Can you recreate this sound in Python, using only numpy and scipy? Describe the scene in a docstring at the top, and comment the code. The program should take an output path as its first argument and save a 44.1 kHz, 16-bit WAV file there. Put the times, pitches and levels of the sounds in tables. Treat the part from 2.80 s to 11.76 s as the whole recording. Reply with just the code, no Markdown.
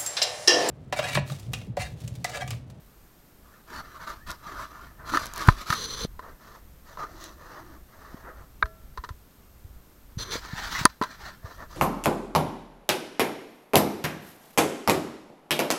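"""Outdoors at a rounded tank: a rusty steel hatch is gripped, tugged and scraped open.
Fingers, palm and sleeve rub and knock on the hollow case of a hand-held recorder; each rub is a train
of tiny slips coloured by the case's resonances, and sticking surfaces squeak. The hatch adds a dull
scrape and a clank that rings on, with three small knocks after it. Air and hand rumble lie beneath."""
import sys
import numpy as np
from scipy import signal
from scipy.fft import rfft, irfft, next_fast_len
from scipy.io import wavfile
from scipy.ndimage import uniform_filter1d

SR = 44100
rng = np.random.default_rng(int(sys.argv[2]) if len(sys.argv) > 2 else 0)


def master(y):
    """Save y as 16-bit WAV."""
    cut = np.clip(np.atleast_2d(y).T, -1, 1)
    pcm = np.round(cut * 32767)  # scale
    wavfile.write(sys.argv[1], SR, pcm.astype(np.int16))


N = 395136
T = np.arange(N) / SR
HIT_T = T[:8192]


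def amp(db):
    """dB to gain."""
    return 10 ** (np.asarray(db) / 20)

def unit_rms(x):
    """Scale to rms 1."""
    return x / np.sqrt(np.mean(x ** 2) + 1e-20)

def unit_peak(x):
    """Scale to peak 1."""
    return x / abs(x).max()

def tone_db(tone, hz):
    """Spectrum interpolated over log frequency."""
    f, db = np.transpose(tone)
    return np.interp(np.log(hz + 1), np.log(f), db)

def add(mix, start_s, sound):
    """Mix a sound in at start_s."""
    part = mix[round(start_s * SR):][:len(sound)]
    part += sound[:len(part)]

def wander(size, rate_hz):
    """Low-passed random drift, rms 1."""
    hz = np.fft.rfftfreq(size, 1 / SR)
    return unit_rms(irfft(rfft(rng.standard_normal(size)) * np.exp(-(hz / rate_hz) ** 2) * (hz > 0), size))

def noise(spectrum_db):
    """Coloured noise, rms 1."""
    white = rng.standard_normal(2 * len(spectrum_db) - 2)
    return unit_rms(irfft(rfft(white) * amp(spectrum_db)))


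# Air and rumble spectra: f/Hz, level/dB
AIR_TONE = [(200, -4.5), (400, -10), (900, -15.5), (1150, -14), (2600, -23), (16000, -27)]
RUMBLE_TONE = [(15, -0.5), (55, 3), (110, -9), (220, -17), (2000, -73)]
# Sway of hand and moving air: t/s, level/dB
SWAY = [(0, -64), (2.2, -48.5), (3.8, -54), (5.2, -49), (6.6, -54.5), (7.9, -44), (8.2, -59), (8.96, -48.5)]
# Electronic whine: f/Hz, rms level/dB
WHINE = [(13219, -71.5), (13301, -69)]

def background(handling, air_db=-57.5, lumpy_db=3.5, push_db=-11):
    """Outdoor air, a lumpy rumble that grows as the hand works the case, and thin electronic whine."""
    bins_hz = np.fft.rfftfreq(N, 1 / SR)
    air = noise(tone_db(AIR_TONE, bins_hz))
    rumble = noise(tone_db(RUMBLE_TONE, bins_hz))
    whine = sum(amp(db) * np.sqrt(2) * np.sin(2 * np.pi * hz * T + 0.7 * wander(N, 11)) for hz, db in WHINE)
    sway = np.hypot(amp(np.interp(T, *np.transpose(SWAY))), amp(push_db) * handling)
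    return amp(air_db) * air + sway * amp(lumpy_db * wander(N, 8.1)) * rumble + whine


def strokes(rows, attack_share, release_t60, swell_db):
    """Body and hiss envelopes: each stroke gathers speed, presses harder to its end, then lets go."""
    power, t = np.zeros((2, N)), T[:SR]
    for start, length, db, hiss_db in rows:
        attack = np.minimum(t / (attack_share * length), 1)
        press_db = swell_db * (np.minimum(t / length, 1) - 1)
        release_db = -60 * np.maximum(t - length, 0) / release_t60
        level = attack * amp(db + press_db + release_db)
        add(power[0], start, level ** 2)
        add(power[1], start, (level * amp(hiss_db)) ** 2)
    return np.sqrt(power)

def contact(size, patchy_db, slips_per_s=5000):
    """Tiny slips whose colour shifts as the touching spot moves."""
    slips = rng.standard_normal(size) * (0.36 + (rng.random(size) < slips_per_s / SR))
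    frames = signal.stft(slips, nperseg=1024, noverlap=768)[2]
    patches = uniform_filter1d(rng.standard_normal(frames.shape), size=3, axis=0)
    patches = unit_rms(uniform_filter1d(patches, size=9, axis=1))
    return signal.istft(frames * amp(patchy_db * patches), nperseg=1024, noverlap=768)[1][:size]

# Hollow case resonances: f/Hz, width/Hz, lift/dB
CASE_RESONANCES = [(644, 120, 8), (945, 140, 4), (1770, 89, 6), (4060, 220, 5), (4640, 82, 3.5),
                   (5980, 170, 6.5), (7410, 160, 4), (10000, 490, 2)]

def case_db(hz, resonances=CASE_RESONANCES):
    """Colour the case gives to whatever touches it."""
    return sum(db / (1 + (2 * (hz - f) / width) ** 2) for f, width, db in resonances)

def friction(levels, tone, patchy_db, flutter_db, case_share, resonances=CASE_RESONANCES, split_hz=2500):
    """Slips excite the case: body below split_hz, hiss above, each with its own envelope."""
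    first, last = np.flatnonzero(levels[0])[[0, -1]]
    body, hiss = levels[:, first:last]
    size = next_fast_len(len(body))
    hz = np.fft.rfftfreq(size, 1 / SR)
    colour_db = tone_db(tone, hz) + case_share * case_db(hz, resonances)
    spectrum = rfft(contact(size, patchy_db)) * amp(colour_db)
    highpass = 1 / (1 + (split_hz / (hz + 1)) ** 10)
    out = np.zeros(N)
    for band, level, low_hz, high_hz in ((1 - highpass, body, 900, 2200), (highpass, hiss, 3000, 8000)):
        core_rms = np.std(irfft(spectrum * band * (hz > low_hz) * (hz < high_hz), size))
        out[first:last] += level * irfft(spectrum * band, size)[:len(body)] / core_rms
    out[first:last] *= amp(flutter_db * wander(len(body), 42))
    return out


# Finger strokes: t/s, length/s, level/dB, relative hiss/dB
FINGER_STROKES = [(0.612, 0.15, -56.5, -12), (0.861, 0.12, -39.5, -11.5), (1.036, 0.019, -44.5, -12.0),
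                  (1.054, 0.11, -49, -11), (1.19, 0.05, -45, -11), (1.258, 0.044, -38, -11),
                  (1.462, 0.029, -37.5, -7.5), (1.61, 0.13, -40, -13), (1.735, 0.1, -40.5, -10.5),
                  (1.84, 0.21, -45.5, -14.5), (2.168, 0.07, -47, -30), (2.248, 0.13, -32, -8),
                  (2.372, 0.071, -35.5, -8.5), (2.505, 0.19, -32.5, -8.5), (2.727, 0.086, -39.5, -4.5),
                  (2.852, 0.07, -32, -2.5)]
# Finger spectrum: f/Hz, level/dB
FINGER_TONE = [(100, -7), (300, -5), (450, -11.5), (800, -12.5), (1230, 5), (1700, -7), (2100, -13.5),
               (2700, -23.5), (4500, -23), (6200, -27), (8500, -36), (12000, -33), (16000, -41.5)]

def fingers():
    """Gripping fingers rub the case; returns sound and body envelope."""
    levels = strokes(FINGER_STROKES, attack_share=0.39, release_t60=0.28, swell_db=6)
    return friction(levels, FINGER_TONE, patchy_db=3, flutter_db=2, case_share=1), levels[0]


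# Squeaks and groans: start t/s, end t/s, start f/Hz, end f/Hz, level/dB
SQUEAKS = [(0.929, 1.03, 4540, 4430, -50), (1.358, 1.485, 1450, 2010, -58), (2.315, 2.38, 291, 300, -31.5),
           (2.97, 3.125, 462, 433, -47.5), (4.175, 4.275, 1240, 1220, -37), (4.219, 4.61, 335, 321, -54),
           (4.676, 5.018, 330, 313.5, -53), (7.745, 7.888, 884, 745, -46), (7.926, 8.009, 2050, 1950, -36)]

def squeaks(width_share=0.039):
    """Sticking surfaces sing briefly in one narrow, gliding band."""
    out = np.zeros(N)
    for start, end, start_hz, end_hz, db in SQUEAKS:
        size = round((end - start) * SR)
        glide = np.exp(2j * np.pi * np.cumsum(np.linspace(start_hz, end_hz, size)) / SR)
        width_hz = 38 + width_share * start_hz
        fuzz = wander(size, width_hz) + 1j * wander(size, width_hz)
        add(out, start, amp(db) * unit_rms((glide * fuzz).real) * np.sin(np.linspace(0, np.pi, size)))
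    return out


# Grit and plastic ticks: t/s, peak level/dB
TICKS = [(1.506, -23), (1.515, -22.5), (2.458, -19), (2.467, -22), (2.537, -22), (2.561, -23.5),
         (2.579, -20.5), (2.675, -22), (4.441, -25.5)]
# Tick spectrum: f/Hz, level/dB
TICK_TONE = [(1200, -0.5), (2700, -3), (5500, 4), (16000, -5.5)]

def ticks(spray_t60=0.0065, scatter=0.464):
    """Grit and plastic give a bright click, then a brief spray of smaller ones."""
    out = np.zeros(N)
    log_gain = np.log(amp(tone_db(TICK_TONE, abs(np.fft.fftfreq(len(HIT_T), 1 / SR)))))
    click = np.fft.ifft(np.exp(signal.hilbert(log_gain).conj())).real  # minimum phase
    for start, db in TICKS:
        spray = scatter * rng.standard_normal(len(HIT_T)) * amp(-60 * HIT_T / spray_t60)
        spray[0] = 1
        add(out, start, amp(db) * unit_peak(signal.fftconvolve(spray, click)))
    return out


# Knocks: t/s, ring level/dB, upper-mode lift/dB, crack level/dB, relative chatter/dB
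KNOCKS = [(2.337, -18.5, -1, -41, -0.5), (2.346, -20.5, 11, -39.5, 8.5), (2.371, -12.5, 13.5, -28.5, 2),
          (2.6857, -0.5, 0, -25, -5.5), (2.9025, -11, 9, -20.5, -6), (2.926, -10.5, 9, -24, -10),
          (2.944, -23, 15, -36, -12), (3.393, -25.5, -6, -45.5, -12), (4.173, -29, -10, -48, -18),
          (5.8252, -7.5, 7, -42.5, -16), (5.8564, -29, 8.5, -45, -8), (6.1748, -26, -4, -45, -3),
          (6.238, -27, -4, -45.5, -3), (6.2454, -29.5, 10, -42, -10), (6.290, -28, -1, -42.5, -6.5),
          (8.0543, 2, 2.5, -13.5, -29), (8.2145, -13, -5, -38, -2), (8.2235, -17.5, -11, -31, -3),
          (8.236, -22.5, 0, -34.5, 3)]
# Struck case modes: f/Hz, level/dB, t60/s
CASE_MODES = [(473, -14.5, 0.028), (628, -16, 0.041), (1015, 0, 0.036), (1200, -1.5, 0.025),
              (1300, 3, 0.016), (1570, -5.5, 0.017), (1797, -5.5, 0.024), (2030, -14, 0.018),
              (4250, -20.5, 0.018)]
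# Contact crack spectrum: f/Hz, level/dB
CRACK_TONE = [(500, -32.5), (2700, -10), (4200, -6.5), (8000, -21.5), (16000, -26.5)]

def knocks(crack_t60=0.03, rise_s=0.00021, upper_hz=1100):
    """Each blow rings the case, cracks at the contact and chatters as the surfaces slide."""
    out, hz = np.zeros(N), np.fft.rfftfreq(len(HIT_T), 1 / SR)
    for start, db, lift_db, crack_db, chatter_db in KNOCKS:
        ring = np.zeros(len(HIT_T))
        for k, (f, mode_db, t60) in enumerate(CASE_MODES):
            gain = (-1) ** k * amp(lift_db) if f > upper_hz else 1
            ring += gain * amp(mode_db - 60 * HIT_T / t60) * np.sin(2 * np.pi * f * HIT_T)
        ring = unit_peak(ring * (1 - np.exp(-HIT_T / rise_s)))
        chatter_s = 0.011 * amp(-0.376 * db)  # glancing blows chatter longer
        slide = amp(-30 * HIT_T / chatter_s)
        chatter = signal.fftconvolve(rng.standard_normal(len(HIT_T)) * slide, ring)[:len(HIT_T)]
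        chatter *= np.linalg.norm(ring) / np.linalg.norm(chatter)
        grit = noise(tone_db(CRACK_TONE, hz) + case_db(hz))
        crack = grit * (0.5 * amp(-60 * HIT_T / crack_t60) + 0.69 * amp(chatter_db) * slide)
        add(out, start, amp(db) * (ring + amp(chatter_db) * chatter) + amp(crack_db) * crack)
    return out


# Soft bumps: t/s, level/dB, f/Hz
THUMPS = [(2.683, 0, 105), (2.687, -11, 270), (2.694, -17, 30), (2.901, -18.5, 125), (3.247, -21.5, 154),
          (3.250, -20.5, 393), (5.343, -29.5, 212), (5.837, -22.5, 52.3), (6.184, -29.5, 47.3),
          (6.305, -27.5, 71), (6.846, -31.5, 68.7), (7.371, -22.5, 114), (7.555, -22.5, 380),
          (7.732, -23.5, 136), (8.012, -23, 131), (8.0521, -7, 275), (8.213, -17.5, 230), (8.643, -28, 80)]

def thumps(swell_cycles=0.45):
    """Hand and hatch give heavily damped pushes of a cycle or two."""
    out = np.zeros(N)
    for start, db, hz in THUMPS:
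        age = hz * HIT_T / swell_cycles
        add(out, start, amp(db) * (age * np.exp(1 - age)) ** 2 * np.sin(2 * np.pi * hz * HIT_T))
    return out


# Sleeve strokes: t/s, length/s, level/dB, relative hiss/dB
SLEEVE_STROKES = [(2.94, 0.12, -42.5, 9.4), (3.055, 0.096, -44, 8.1), (3.152, 0.097, -41, 6.7),
                  (7.378, 0.057, -44, 8.5), (7.425, 0.085, -45.5, -0.5), (7.505, 0.031, -41.5, 9.3),
                  (7.545, 0.019, -39.5, 3.1), (7.565, 0.02, -46, 2)]
# Sleeve spectrum: f/Hz, level/dB
SLEEVE_TONE = [(150, 4), (320, -0.5), (520, 2), (720, -13), (1050, 3.5), (1350, 2), (1950, -3), (2700, -12),
               (3450, 2), (5200, -8.5), (6400, -7), (7000, -18), (9000, -18), (16000, -22)]
# Case peaks and hollows under drag: f/Hz, width/Hz, lift/dB
DRAG_RESONANCES = [(440, 70, 6), (4195, 210, 17), (4400, 160, -17), (4630, 130, 11), (6020, 280, 15),
                   (7380, 160, 15), (7800, 300, -10), (9960, 300, 12)]

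def sleeve():
    """A steady drag on one spot makes the case sing; returns sound and body envelope."""
    levels = strokes(SLEEVE_STROKES, attack_share=0.2, release_t60=0.043, swell_db=3.5)
    rasp = friction(levels, SLEEVE_TONE, patchy_db=1, flutter_db=0.7, case_share=1,
                    resonances=DRAG_RESONANCES)
    return rasp, levels[0]


# Hatch strokes: t/s, length/s, level/dB, relative hiss/dB
HATCH_STROKES = [(3.40, .095, -46, -19), (3.58, .18, -52, -10), (4.04, 0.098, -53, -6.5),
                 (4.17, 0.066, -39, -15), (4.27, 0.24, -52, -6.5), (4.39, .065, -51, 2),
                 (4.553, 0.25, -49.5, -11.5), (4.686, 0.088, -47, -17), (4.81, .14, -55, -11.5),
                 (5.07, .34, -52, -12.5), (5.42, 0.081, -45, -25.5), (5.532, 0.094, -55, -17)]
# Hatch and clothing spectrum: f/Hz, level/dB
SCRAPE_TONE = [(100, -7), (300, -4), (520, -2.5), (780, -7.5), (1220, 3.5), (1550, -4), (1900, -4),
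               (2350, -19.5), (4200, -15.5), (6500, -17.5), (8500, -32), (16000, -29)]

def hatch_scrape():
    """Rusty steel drags in dull strokes."""
    levels = strokes(HATCH_STROKES, attack_share=0.3, release_t60=0.22, swell_db=3)
    return friction(levels, SCRAPE_TONE, patchy_db=2.2, flutter_db=1.2, case_share=0.75)


def struck(start_s, modes, rise_s):
    """Free ringing of a struck object."""
    out, t = np.zeros(N), T[:SR]
    ring = sum(amp(db - 60 * t / t60) * np.sin(2 * np.pi * (hz * t + rng.random())) for hz, db, t60 in modes)
    add(out, start_s, ring * (1 - np.exp(-t / rise_s)))
    return out

# Steel leaf modes: f/Hz, level/dB, t60/s
HATCH_MODES = [(425, -43, 0.28), (646, -44, 0.51), (1350, -51, 0.8), (1595, -10.5, 0.028),
               (1700, -48, 0.32), (2250, -21, 0.022), (3740, -19, 0.011)]

def hatch_clank():
    """The leaf hits its stop and rings on."""
    return struck(start_s=5.827, modes=HATCH_MODES, rise_s=0.0005)


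# Palm strokes: t/s, length/s, level/dB, relative hiss/dB
PALM_STROKES = [(7.515, 0.016, -37.5, 1.5), (7.595, 0.16, -43.5, -6), (7.724, 0.16, -37.0, -4),
                (7.894, 0.11, -34.5, -2), (8.211, 0.12, -47.5, -6.5), (8.373, 0.11, -42.5, -6.5)]
# Palm spectrum: f/Hz, level/dB
PALM_TONE = [(100, -5.5), (200, 0), (550, -12.5), (850, -2.5), (1400, 2.5), (1900, -0.5), (2700, -15.5),
             (4200, -11), (6500, -18), (9500, -31), (16000, -28)]

def palm():
    """The palm slides over the case; returns sound and body envelope."""
    levels = strokes(PALM_STROKES, attack_share=0.39, release_t60=0.32, swell_db=2.5)
    return friction(levels, PALM_TONE, patchy_db=3, flutter_db=1.7, case_share=0.7), levels[0]


# Snap modes: f/Hz, level/dB, t60/s
SNAP_MODES = [(4610, 0, 0.0044), (6410, -2.3, 0.0037), (9100, 1.7, 0.0034), (9900, 1.5, 0.0033)]

def snap():
    """The hardest blow opens with a ringing snap right at the microphone."""
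    return struck(start_s=8.0539, modes=SNAP_MODES, rise_s=0.00002)


# Clothing strokes: t/s, length/s, level/dB, relative hiss/dB
CLOTHING_STROKES = [(8.62, 0.094, -46.5, -11), (8.71, 0.05, -53, -5), (8.769, 0.065, -42.5, -16),
                    (8.88, 0.077, -50.5, -4)]

def clothing():
    """Cloth brushes the case."""
    levels = strokes(CLOTHING_STROKES, attack_share=0.4, release_t60=0.12, swell_db=3.5)
    return friction(levels, SCRAPE_TONE, patchy_db=2, flutter_db=1.2, case_share=1)


def scene():
    """Rubs, scrapes and blows, close and dry, in mono."""
    rubs, handling = np.sum([fingers(), sleeve(), palm()], axis=0)
    blows = ticks() + knocks() + thumps() + hatch_clank() + snap()
    return (background(handling) + rubs + squeaks() + blows + hatch_scrape() + clothing())[None]

def record(dry, threshold_db=-19, recovery_db_per_s=35, duck_share=0.16, lag_s=0.02, cutoff_hz=15900):
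    """Gain control ducks after the hardest blows; the input clips, then is band-limited."""
    power_db = 10 * np.log10(abs(uniform_filter1d(dry[0] ** 2, size=300)) + 1e-12)
    recovery_db = recovery_db_per_s * T
    held_db = np.maximum.accumulate(power_db + recovery_db) - recovery_db
    over_db = np.maximum(held_db - threshold_db, 0)
    pole = np.exp(-1 / (lag_s * SR))
    ducked = dry * amp(-duck_share * signal.lfilter([1 - pole], [1, -pole], over_db))
    lowpass = signal.firwin(401, cutoff_hz, window=("kaiser", 9), fs=SR)
    return signal.oaconvolve(np.clip(ducked, -0.9, 0.9), lowpass[None], "same")


dry = scene()
out = record(dry)
master(out)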